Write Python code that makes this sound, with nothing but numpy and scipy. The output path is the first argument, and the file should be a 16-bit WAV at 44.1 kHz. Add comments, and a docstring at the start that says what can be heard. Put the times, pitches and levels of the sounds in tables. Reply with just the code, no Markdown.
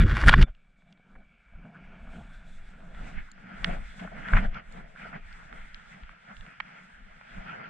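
"""Skis slide through chopped snow, heard at a small camera worn by the skier: flickering noise and grains.
At first a gloved hand shoves and scrapes the case in stick-slip grains, until it lets go.
Gusts buffet the case and clothing swishes: coloured noise under swelling levels.
Knocks ring the hollow housing, bumps are damped low swings, a buckle rings its modes.
Two narrow noise bands whistle faintly; the nearly mono start widens to stereo."""
import sys
import numpy as np
from scipy import signal
from scipy.fft import rfft, irfft, next_fast_len
from scipy.io import wavfile
from scipy.ndimage import uniform_filter1d

SR = 44100
rng = np.random.default_rng(int(sys.argv[2]) if len(sys.argv) > 2 else 0)


def to_wav(sig):
    """Store sig (one row per channel, or 1-D mono) as 16-bit WAV at the path in sys.argv[1].

    Samples outside -1..1 are clipped; the rate is SR.
    """
    pcm = np.clip(np.atleast_2d(sig), -1, 1) * 32767
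    pcm = np.round(pcm).astype(np.int16)
    wavfile.write(sys.argv[1], SR, pcm.T)  # frames by channels


def gain_from_decibels(decibels):
    """Convert decibel values to linear amplitude factors."""
    exponent = np.asarray(decibels, float) / 20
    return 10 ** exponent


N = 339282
SEC = np.arange(N) / SR
SIZE = next_fast_len(N)
HZ = np.maximum(np.arange(SIZE // 2 + 1) * SR / SIZE, 1)
SIDES = np.array([[1], [-1]])  # sign of the side signal in left and right

# Resonances of the hollow case. Each row: frequency in Hz, relative level in dB, t60 in seconds.
HOUSING_MODES = [(680, -7.5, .04), (1505, 5, 0.012), (1660, 5, 0.0085), (1910, 1, 0.013), (2220, 0.5, 0.01),
                 (2780, -2.5, .012), (3250, -5, 0.008), (4420, -10.5, 0.0065), (7130, -13, 0.013),
                 (8770, -13.5, 0.012)]
# Stereo spread of the ride, before the width gain. Each row: frequency in Hz, side minus mid in dB.
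SIDE_OVER_MID = [(60, -11.5), (220, -14.5), (400, -2), (900, 4.5), (2200, -9.5), (3500, -7), (4500, 4),
                 (12000, 0.5)]
# Stereo width, nearly mono at first. Each row: time in seconds, side gain in dB.
STEREO_WIDTH = [(0, -39.5), (2.15, -48.5), (2.3, -19.5), (2.6, -6.5), (3.3, 0), (7.7, 2.5)]


def along(table):
    """Columns of a time table, one value a sample; -150 outside it."""
    s, *columns = np.transpose(table)
    return [np.interp(SEC, s, c, -150, -150) for c in columns]


def over_hz(table, hz):
    """A spectrum table read on a log axis."""
    f, db = np.transpose(table)
    return np.interp(np.log(hz), np.log(f), db)


def walk(rate_hz):
    """Random levels held 1 / rate_hz s and slewed twice; spread near 1.5."""
    k = int(SR / rate_hz)
    held = np.repeat(rng.standard_normal(N // k + 1), k)
    return 1.97 * uniform_filter1d(uniform_filter1d(held, k), k)[:N]


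def swells(s, db, fade_ms, shape=1.2, stop=1):
    """Level in dB of events that grow to a peak and fade; their powers add.

    shape: 1 = pointed peak, 2 = round top with steep flanks; stop: fade time over build-up time.
    """
    power = 0
    for at, peak_db, ms in zip(s, db, fade_ms):
        distance = np.abs(SEC - at) * 1000 / max(ms, 5) / np.where(SEC > at, stop, 1)
        power = power + gain_from_decibels(2 * (peak_db - 10 * distance ** shape))
    return 10 * np.log10(power + 1e-15)


def join(a_db, b_db):
    """Level of two unrelated parts together."""
    return 10 * np.log10(gain_from_decibels(2 * a_db) + gain_from_decibels(2 * b_db))


def grit(per_s, spread_db, share):
    """Smooth noise plus single grains of very uneven size; share = amplitude share of the grains."""
    draw = rng.random((3, N))
    hits = draw[0] < per_s / SR
    grains = hits * np.sign(draw[1] - .5) * gain_from_decibels(-spread_db * np.log(1 - draw[2]))
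    share = np.clip(share, 0, 1)
    return share * grains / grains.std() + np.sqrt(1 - share ** 2) * rng.standard_normal(N)


def texture(excite, colour, side, flicker_db, rate_hz, shared_db, body=1, count=2):
    """Excitation coloured in bands, count to the octave, that flicker alone and together; mid rms 1."""
    f = np.array(colour)[:, 0]
    gain = body * gain_from_decibels(over_hz(colour, HZ)) * (HZ > f[0]) * (HZ < f[-1])
    mid = rfft(excite(), SIZE) * gain
    apart = rfft(excite(), SIZE) * gain * gain_from_decibels(over_hz(side, HZ))
    pair = np.array([mid, apart])
    out, together = 0, shared_db * walk(rate_hz)
    for centre in np.arange(np.log2(f[0]), np.log2(f[-1]) + 1 / count, 1 / count):
        mask = np.clip(1 - count * np.abs(np.log2(HZ) - centre), 0, 1)
        band = irfft(pair * mask, SIZE)[:, :N]
        out = out + band * gain_from_decibels(together + flicker_db * walk(rate_hz))
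    return (out[0] + SIDES * out[1]) / out[0].std()


def housing(hz):
    """Gain of the hollow case at each frequency: the sum of its resonances."""
    modes = (gain_from_decibels(db) / (1 + 1j * (hz - f) * 2 * np.pi * t60 / np.log(1000)) for f, db, t60 in HOUSING_MODES)
    return np.abs(sum(modes))


def slide():
    """Skis hiss on even snow and dig into rough patches, which jolt the mount and break lumps."""
    # Skis on even snow. Each row: time in seconds, hiss in dB.
    glide_rows = [(.48, -58), (.53, -76), (.85, -72.5), (1.05, -72), (1.5, -68), (1.85, -62), (2.9, -62.5),
                  (3.3, -61), (3.9, -52.5), (4.1, -57.5), (5.2, -61.5), (5.4, -55), (6.1, -59.5),
                  (6.8, -54.5), (7.08, -59.5), (7.35, -54.5), (7.7, -68)]
    # Rough patches. Each row: peak in seconds, hiss in dB, mount jolt in dB, ms to build up by 10 dB.
    patch_rows = [(.48, -55, -44.5, 15.5), (.92, -71.5, -64, 103), (1.169, -74, -55, 85),
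                  (1.662, -66.5, -50, 90), (1.78, -57, -51.5, 72), (1.95, -58.5, -52, 102),
                  (2.17, -54.5, -48.5, 141), (2.4, -62, -59, 158), (2.85, -71, -54, 222),
                  (3.06, -52.5, -48, 137), (3.189, -51.5, -59.5, 71), (3.43, -60, -55, 76),
                  (3.52, -53.5, -48.5, 86), (3.692, -42.5, -37, 87.5), (4.028, -51.5, -43.5, 57),
                  (4.19, -47, -44, 72), (4.29, -42.5, -46.5, 51), (4.363, -33.5, -30.5, 52),
                  (4.446, -40, -36, 30), (4.569, -42.5, -45, 37), (4.78, -52, -48, 87),
                  (5.053, -47.5, -49.5, 83), (5.16, -45.5, -44, 34), (5.32, -56.5, -65, 87),
                  (5.53, -73, -51, 108), (5.95, -54.5, -57, 100), (6.12, -57, -63, 70),
                  (6.311, -55.5, -54, 49), (6.48, -70.5, -54, 58), (6.7, -59, -58, 152),
                  (7.39, -52.5, -50, 68), (7.57, -46, -46.5, 191)]
    # Ski hiss before its tilt. 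Each row: frequency in Hz, relative level in dB per Hz.
    ski_colour = [(800, -8.5), (1070, -17), (1370, 1.5), (1700, 0.5), (2150, -0.5), (2700, -8.5),
                  (3300, -13), (3800, -28), (4600, -28.5), (7000, -39.5)]
    # Shaken mount. Each row: frequency in Hz, relative level in dB per Hz.
    mount_colour = [(80, -17.5), (110, -8), (183, 3), (208, -0.5), (337, -20), (470, -17.5), (590, -16.5),
                    (680, -10), (910, -25), (1200, -27)]
    # Breaking lumps before the housing rings. Each row: frequency in Hz, relative level in dB per Hz.
    crunch_colour = [(400, -4), (700, 1), (1400, 3), (3000, -17)]
    dig_tilt_db, glide_tilt_db = -2, 1  # per octave: rough patches duller, even snow brighter
    tremble_db, tremble_slope = -66.5, 0.3  # level at -61.5 dB of hiss, dB per dB

    glide_db = along(glide_rows)[0]
    s, dig_db, shake_db, fade_ms = np.transpose(patch_rows)
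    # a dig holds its level, then stops in 0.76 of its build-up time
    dig_db = swells(s, dig_db, fade_ms, shape=1.6, stop=0.76)
    ski_db = join(glide_db, dig_db)
    jolt_db = join(tremble_db + tremble_slope * (glide_db + 61.5), swells(s, shake_db, fade_ms))
    # lumps break where the skis both dig in and jolt
    crunch_db = (jolt_db + ski_db) / 2 - 7

    octaves = np.log2(HZ / 1000)
    mount = texture(lambda: grit(400, 2.5, 0.71), mount_colour, SIDE_OVER_MID, 1.8, 25, 0.69)
    dig = texture(lambda: grit(1500, 2.4, .55), ski_colour, SIDE_OVER_MID, 1.8, 30, 1.5,
                  gain_from_decibels(dig_tilt_db * octaves), count=4)
    glide = texture(lambda: grit(1500, 2.02, .45), ski_colour, SIDE_OVER_MID, 1.3, 16, 0.93,
                    gain_from_decibels(glide_tilt_db * octaves), count=3)
    crunch = texture(lambda: grit(350, 2.1, .9), crunch_colour, SIDE_OVER_MID, 2.5, 40, 2.4, housing(HZ))
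    return gain_from_decibels(jolt_db) * mount + gain_from_decibels(dig_db) * dig + gain_from_decibels(glide_db) * glide + gain_from_decibels(crunch_db) * crunch


def hand():
    """The glove pushes the case and scrapes it in stick-slip grains, stroke by stroke."""
    # Shoves before soft limiting. Each row: peak in seconds, level in dB, ms to rise or fade by 10 dB.
    shove_rows = [(0, -16.5, 27), (0.052, -9.5, 30.5), (.13, -18, 66), (.28, -10.5, 35), (.34, -18.5, 60),
                  (0.395, -11, 29.5), (0.436, -6.5, 30)]
    # Strokes that build until the glove slips. Each row: slip in seconds, level in dB, build-up in ms (sigma).
    stroke_rows = [(.003, -28, 27), (0.112, -36.5, 28), (0.17, -35.5, 17), (0.231, -37.5, 19),
                   (0.289, -16.5, 14.1), (0.334, -25, 7.6), (0.374, -39, 36), (0.426, -26, 13)]
    # Push. Each row: frequency in Hz, relative level in dB per Hz.
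    push_colour = [(16, -2.5), (22, 4), (41, 0), (108, -9.5), (140, -10), (260, -22), (600, -39.5)]
    # Scrape before the housing rings. Each row: frequency in Hz, relative level in dB per Hz.
    scrape_colour = [(300, -2.5), (1400, 1), (3500, -1.5), (6500, -9), (9000, -12.5), (15000, -29.5)]
    let_go_s, let_go_db_per_s = .437, 1696.5  # the hand leaves the case
    rub_db = -38.5  # the glove keeps rubbing between strokes
    soft_limit = .55  # rounds off the loudest peaks of the shoves
    mono = [(20, -40), (500, -40)]  # Hz, side minus mid dB

    push = texture(lambda: grit(150, 0.93, 0.63), push_colour, mono, 1.5, 40, 1.0)
    scrape = texture(lambda: grit(700, 2.2, 0.9), scrape_colour, mono, 2.1, 50.46, 2.2, housing(HZ))
    let_go_db = let_go_db_per_s * np.maximum(SEC - let_go_s, 0)
    strokes = gain_from_decibels(rub_db - let_go_db)
    for s, db, ms in stroke_rows:
        # the grip lets go faster than it builds
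        distance = (SEC - s) * 1000 / ms / np.where(SEC > s, .4, 1)
        strokes = strokes + gain_from_decibels(db) * np.exp(-.5 * distance ** 2)
    push_db = swells(*np.transpose(shove_rows)) - let_go_db
    return soft_limit * np.tanh(gain_from_decibels(push_db) * push / soft_limit) + strokes * scrape


def knocks():
    """Each contact is a few ms of rattle that rings the housing modes nearest its own pitch."""
    # Knocks and ticks. Each row: start in seconds, mid peak in dB before panning,
    # centre in octaves above 1 kHz, contact in ms (sigma).
    knock_rows = [(.093, -32, .5, 7), (.169, -22, 0.98, 1.6), (0.237, -14, 0.2, 2.1),
                  (0.2761, -16, 1.22, 5.4), (0.2932, -1.5, 1.06, 1.14), (.328, -12, 0.24, 4),
                  (0.3379, -3.5, 0.8, 3.3), (0.426, -15.5, 1.81, 1.44), (0.5494, -53, 1.45, 1.42),
                  (.821, -53.5, 0.9, 1.6), (0.9252, -51.5, 2, 1.6), (.975, -54, 1.16, 1.54),
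                  (1.153, -47, 0.1, 7.3), (1.652, -43.5, -0.1, 9.1), (2.946, -43, 1.07, 4.5),
                  (3.316, -41.5, 2.5, 0.72), (3.6443, -12.5, 1.48, 1.8), (3.994, -39, 1, 8.8),
                  (4.0451, -39, -0.7, 6.9), (4.0745, -33, 0.23, 5.1), (4.116, -42, -.5, 10),
                  (4.2848, -26.5, 1.13, 1.7), (4.328, -29.5, -1, 21), (4.3344, -12.5, 0.49, 2.3),
                  (4.367, -19, 0.74, 12), (4.544, -40.5, 1.6, 3.4), (4.7238, -51, 2.5, 1),
                  (5.051, -42.5, -1, 16), (5.128, -35.5, 0.34, 11), (5.327, -45.5, 2, 2.1),
                  (5.527, -33.5, 0.84, 1.1), (5.745, -39.5, 1.5, 0.93), (6.034, -43, 1.2, 2),
                  (6.093, -37.5, 0.9, 2.4), (6.3676, -40.5, 1.5, 1.3), (6.409, -42, 1.5, 1.2),
                  (6.4645, -39, 1.27, 0.96), (6.6011, -23.5, 1.1, 4), (7.211, -41, .5, 2.2),
                  (7.345, -44, 0.96, 4)]
    pole_s, pole_right_db = (3.64, 6.6), 4.5  # two pole knocks from the right: dB by which right leads
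    apart = .55  # gain of the part that differs between the ports

    out, t = np.zeros((2, N + 8192)), SEC[:2048]
    hz, db, t60 = np.transpose(HOUSING_MODES)[:, :, None]
    # modes die in 0.66 of their t60 here
    rings = np.exp(-np.log(1000) * t / (0.66 * t60)) * np.sin(2 * np.pi * hz * t)
    for s, peak_db, octave, contact_ms in knock_rows:
        ring = np.sum(gain_from_decibels(db - 43 * (np.log2(hz / 1000) - octave) ** 2) * rings, axis=0)
        contact = np.exp(-(t[:1024] * 1000 / max(contact_ms, .2)) ** 2 / 2)
        rattle = rng.standard_normal((2, 1024)) * contact
        edges_hz = np.clip(1000 * 2 ** octave * np.array([.42, 1.9]), 250, 13000)
        rattle = signal.sosfilt(signal.butter(3, edges_hz, "band", fs=SR, output="sos"), rattle)
        mid, side = (np.convolve(ring, r) for r in rattle)
        right_db = pole_right_db * (np.abs(s - np.array(pole_s)).min() < .02)
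        both = (mid + apart * SIDES * side) * gain_from_decibels(peak_db - SIDES * right_db / 2) / np.abs(mid).max()
        start = int(s * SR)
        out[:, start:start + len(mid)] += both
    return out[:, :N]


def bumps():
    """A heave of the case: one damped low swing that builds up over its first cycle."""
    # Each row: start in seconds, level in dB before build-up and decay, swing in Hz, t60 in seconds.
    bump_rows = [(0.239, -6, 60, 0.053), (0.341, -12, 88, 0.038), (0.424, -19, 82.4, 0.0584),
                 (4.322, -2, 28.36, 0.21), (4.333, -14, 91, 0.13), (4.49, -30.5, 33.4, 0.19),
                 (6.022, -24, 40.5, 0.089)]
    out = np.zeros(N)
    for s, db, hz, t60 in bump_rows:
        t = np.maximum(SEC - s, 0)
        build = 1 - np.exp(-(t * hz * 2.0) ** 2)
        decay = np.exp(-np.log(1000) * t / t60)
        out += gain_from_decibels(db) * np.sin(2 * np.pi * hz * t) * build * decay
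    return out


def buckle():
    """A strap buckle flicked against the case: each flick rings its modes."""
    # Buckle modes. Each row: frequency in Hz, relative level in dB, t60 in seconds.
    mode_rows = [(1377, 0, 0.051), (2310, -4, 0.055), (3520, -10.5, 0.092)]
    # Flicks. Each row: start in seconds, level in dB.
    flick_rows = [(.004, -26), (.341, -27.5), (.433, -36.5)]
    hz, db, t60 = np.transpose(mode_rows)[:, :, None]
    t = SEC[:SR // 2]
    ring = np.sum(gain_from_decibels(db - 60 * t / t60) * np.sin(2 * np.pi * hz * t), axis=0)
    out = np.zeros(N)
    for s, flick_db in flick_rows:
        start = int(s * SR)
        out[start:start + len(t)] += gain_from_decibels(flick_db) * ring
    return out


def buffeting():
    """Wind on the case: low, grainy noise that swells with each gust."""
    # Gusts. Each row: peak in seconds, level in dB, ms to rise or fade by 10 dB.
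    gust_rows = [(.48, -45, 60), (1.181, -47, 66), (1.57, -45.5, 69), (2.23, -42.5, 305), (2.7, -44.5, 300),
                 (3.06, -35.5, 137), (3.19, -34.5, 53), (3.7, -32, 80), (3.84, -37, 104), (4.15, -39, 149),
                 (4.45, -29, 87), (4.76, -37, 101), (5.25, -43, 157), (5.42, -44, 106), (5.67, -43.5, 123),
                 (6.07, -47, 83), (6.401, -38, 41), (7.09, -46, 82), (7.38, -39, 50.5)]
    # Each row: frequency in Hz, relative level in dB per Hz.
    buffet_colour = [(14, 2.5), (20, -2.5), (40, -6.5), (75, -21), (130, -32)]
    calm_db = -65  # steady air between gusts
    buffet = texture(lambda: grit(27, 6.2, 0.66), buffet_colour, SIDE_OVER_MID, 2.0, 14, 1.8)
    return gain_from_decibels(join(calm_db, swells(*np.transpose(gust_rows)))) * buffet


def clothing():
    """Cloth rubbing as the skier moves: bright, fine-grained noise in slow swells."""
    # Swishes. 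Each row: peak in seconds, level in dB, ms to rise or fade by 10 dB.
    swish_rows = [(.91, -84, 120.5), (2.17, -71, 199), (2.55, -71, 302), (3.08, -68, 279),
                  (3.66, -61.5, 115), (3.93, -65, 222.5), (4.35, -58, 76.5), (4.74, -70, 100),
                  (5.01, -69.5, 129.5), (5.38, -71.5, 174.5), (5.65, -72, 250.5), (5.92, -71.5, 173.5),
                  (6.401, -70, 141.5), (6.86, -73, 247), (7.36, -73, 255)]
    # Each row: frequency in Hz, relative level in dB per Hz.
    swish_colour = [(3300, 9.5), (4500, -7), (6300, -8.5), (7500, -5.5), (8600, -7), (9500, -19),
                    (11000, -26), (14000, -29.5)]
    still_db = -87  # faint steady hiss between swishes
    swish = texture(lambda: grit(3000, 2.5, .4), swish_colour, SIDE_OVER_MID, 1.2, 30, 1.2)
    return gain_from_decibels(join(still_db, swells(*np.transpose(swish_rows)))) * swish


def whistle():
    """Air whistling faintly past an edge: two narrow, breathy noise bands."""
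    # Each row: time in seconds, mid level in dB.
    whistle_rows = [(.5, -78), (1.3, -71.5), (2.1, -68.5), (2.16, -85)]
    centres_hz, width_hz = (2250, 2330), 67  # a close pair; width at -6 dB
    band = sum(1 / (1 + (2 * (HZ - hz) / width_hz) ** 4) for hz in centres_hz)
    air = irfft(rfft(rng.standard_normal((2, N)), SIZE) * band, SIZE)[:, :N]
    return gain_from_decibels(along(whistle_rows)[0]) * (air[0] + .5 * SIDES * air[1]) / air[0].std()


def hollow(moving):
    """While the sound is mono, the summed ports lose a band."""
    centre_hz, width_hz, depth = 1930, 390, 0.55
    edges_hz = centre_hz + width_hz / 2 * np.array([-1, 1])
    lost = signal.sosfiltfilt(signal.butter(2, edges_hz, "band", fs=SR, output="sos"), moving)
    narrowness = np.clip(1 - gain_from_decibels(along(STEREO_WIDTH)[0]), 0, 1)
    return moving - depth * narrowness * lost


def scene():
    """Everything that reaches the two ports."""
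    moving = hollow(slide() + buffeting() + clothing())
    return hand() + moving + knocks() + bumps() + buckle() + whistle()


def roll_off(x):
    """The treble ends steeply here."""
    return signal.sosfilt(signal.butter(12, 14500, fs=SR, output="sos"), x)


def record(dry):
    """Stereo fades in by a gain on the side signal; tanh rounds off the loudest peaks."""
    mid = dry.mean(axis=0)
    wet = mid + gain_from_decibels(along(STEREO_WIDTH)[0]) * (dry - mid)
    return roll_off(np.tanh(.8 * wet) / .75)


dry = scene()
out = record(dry)
to_wav(out)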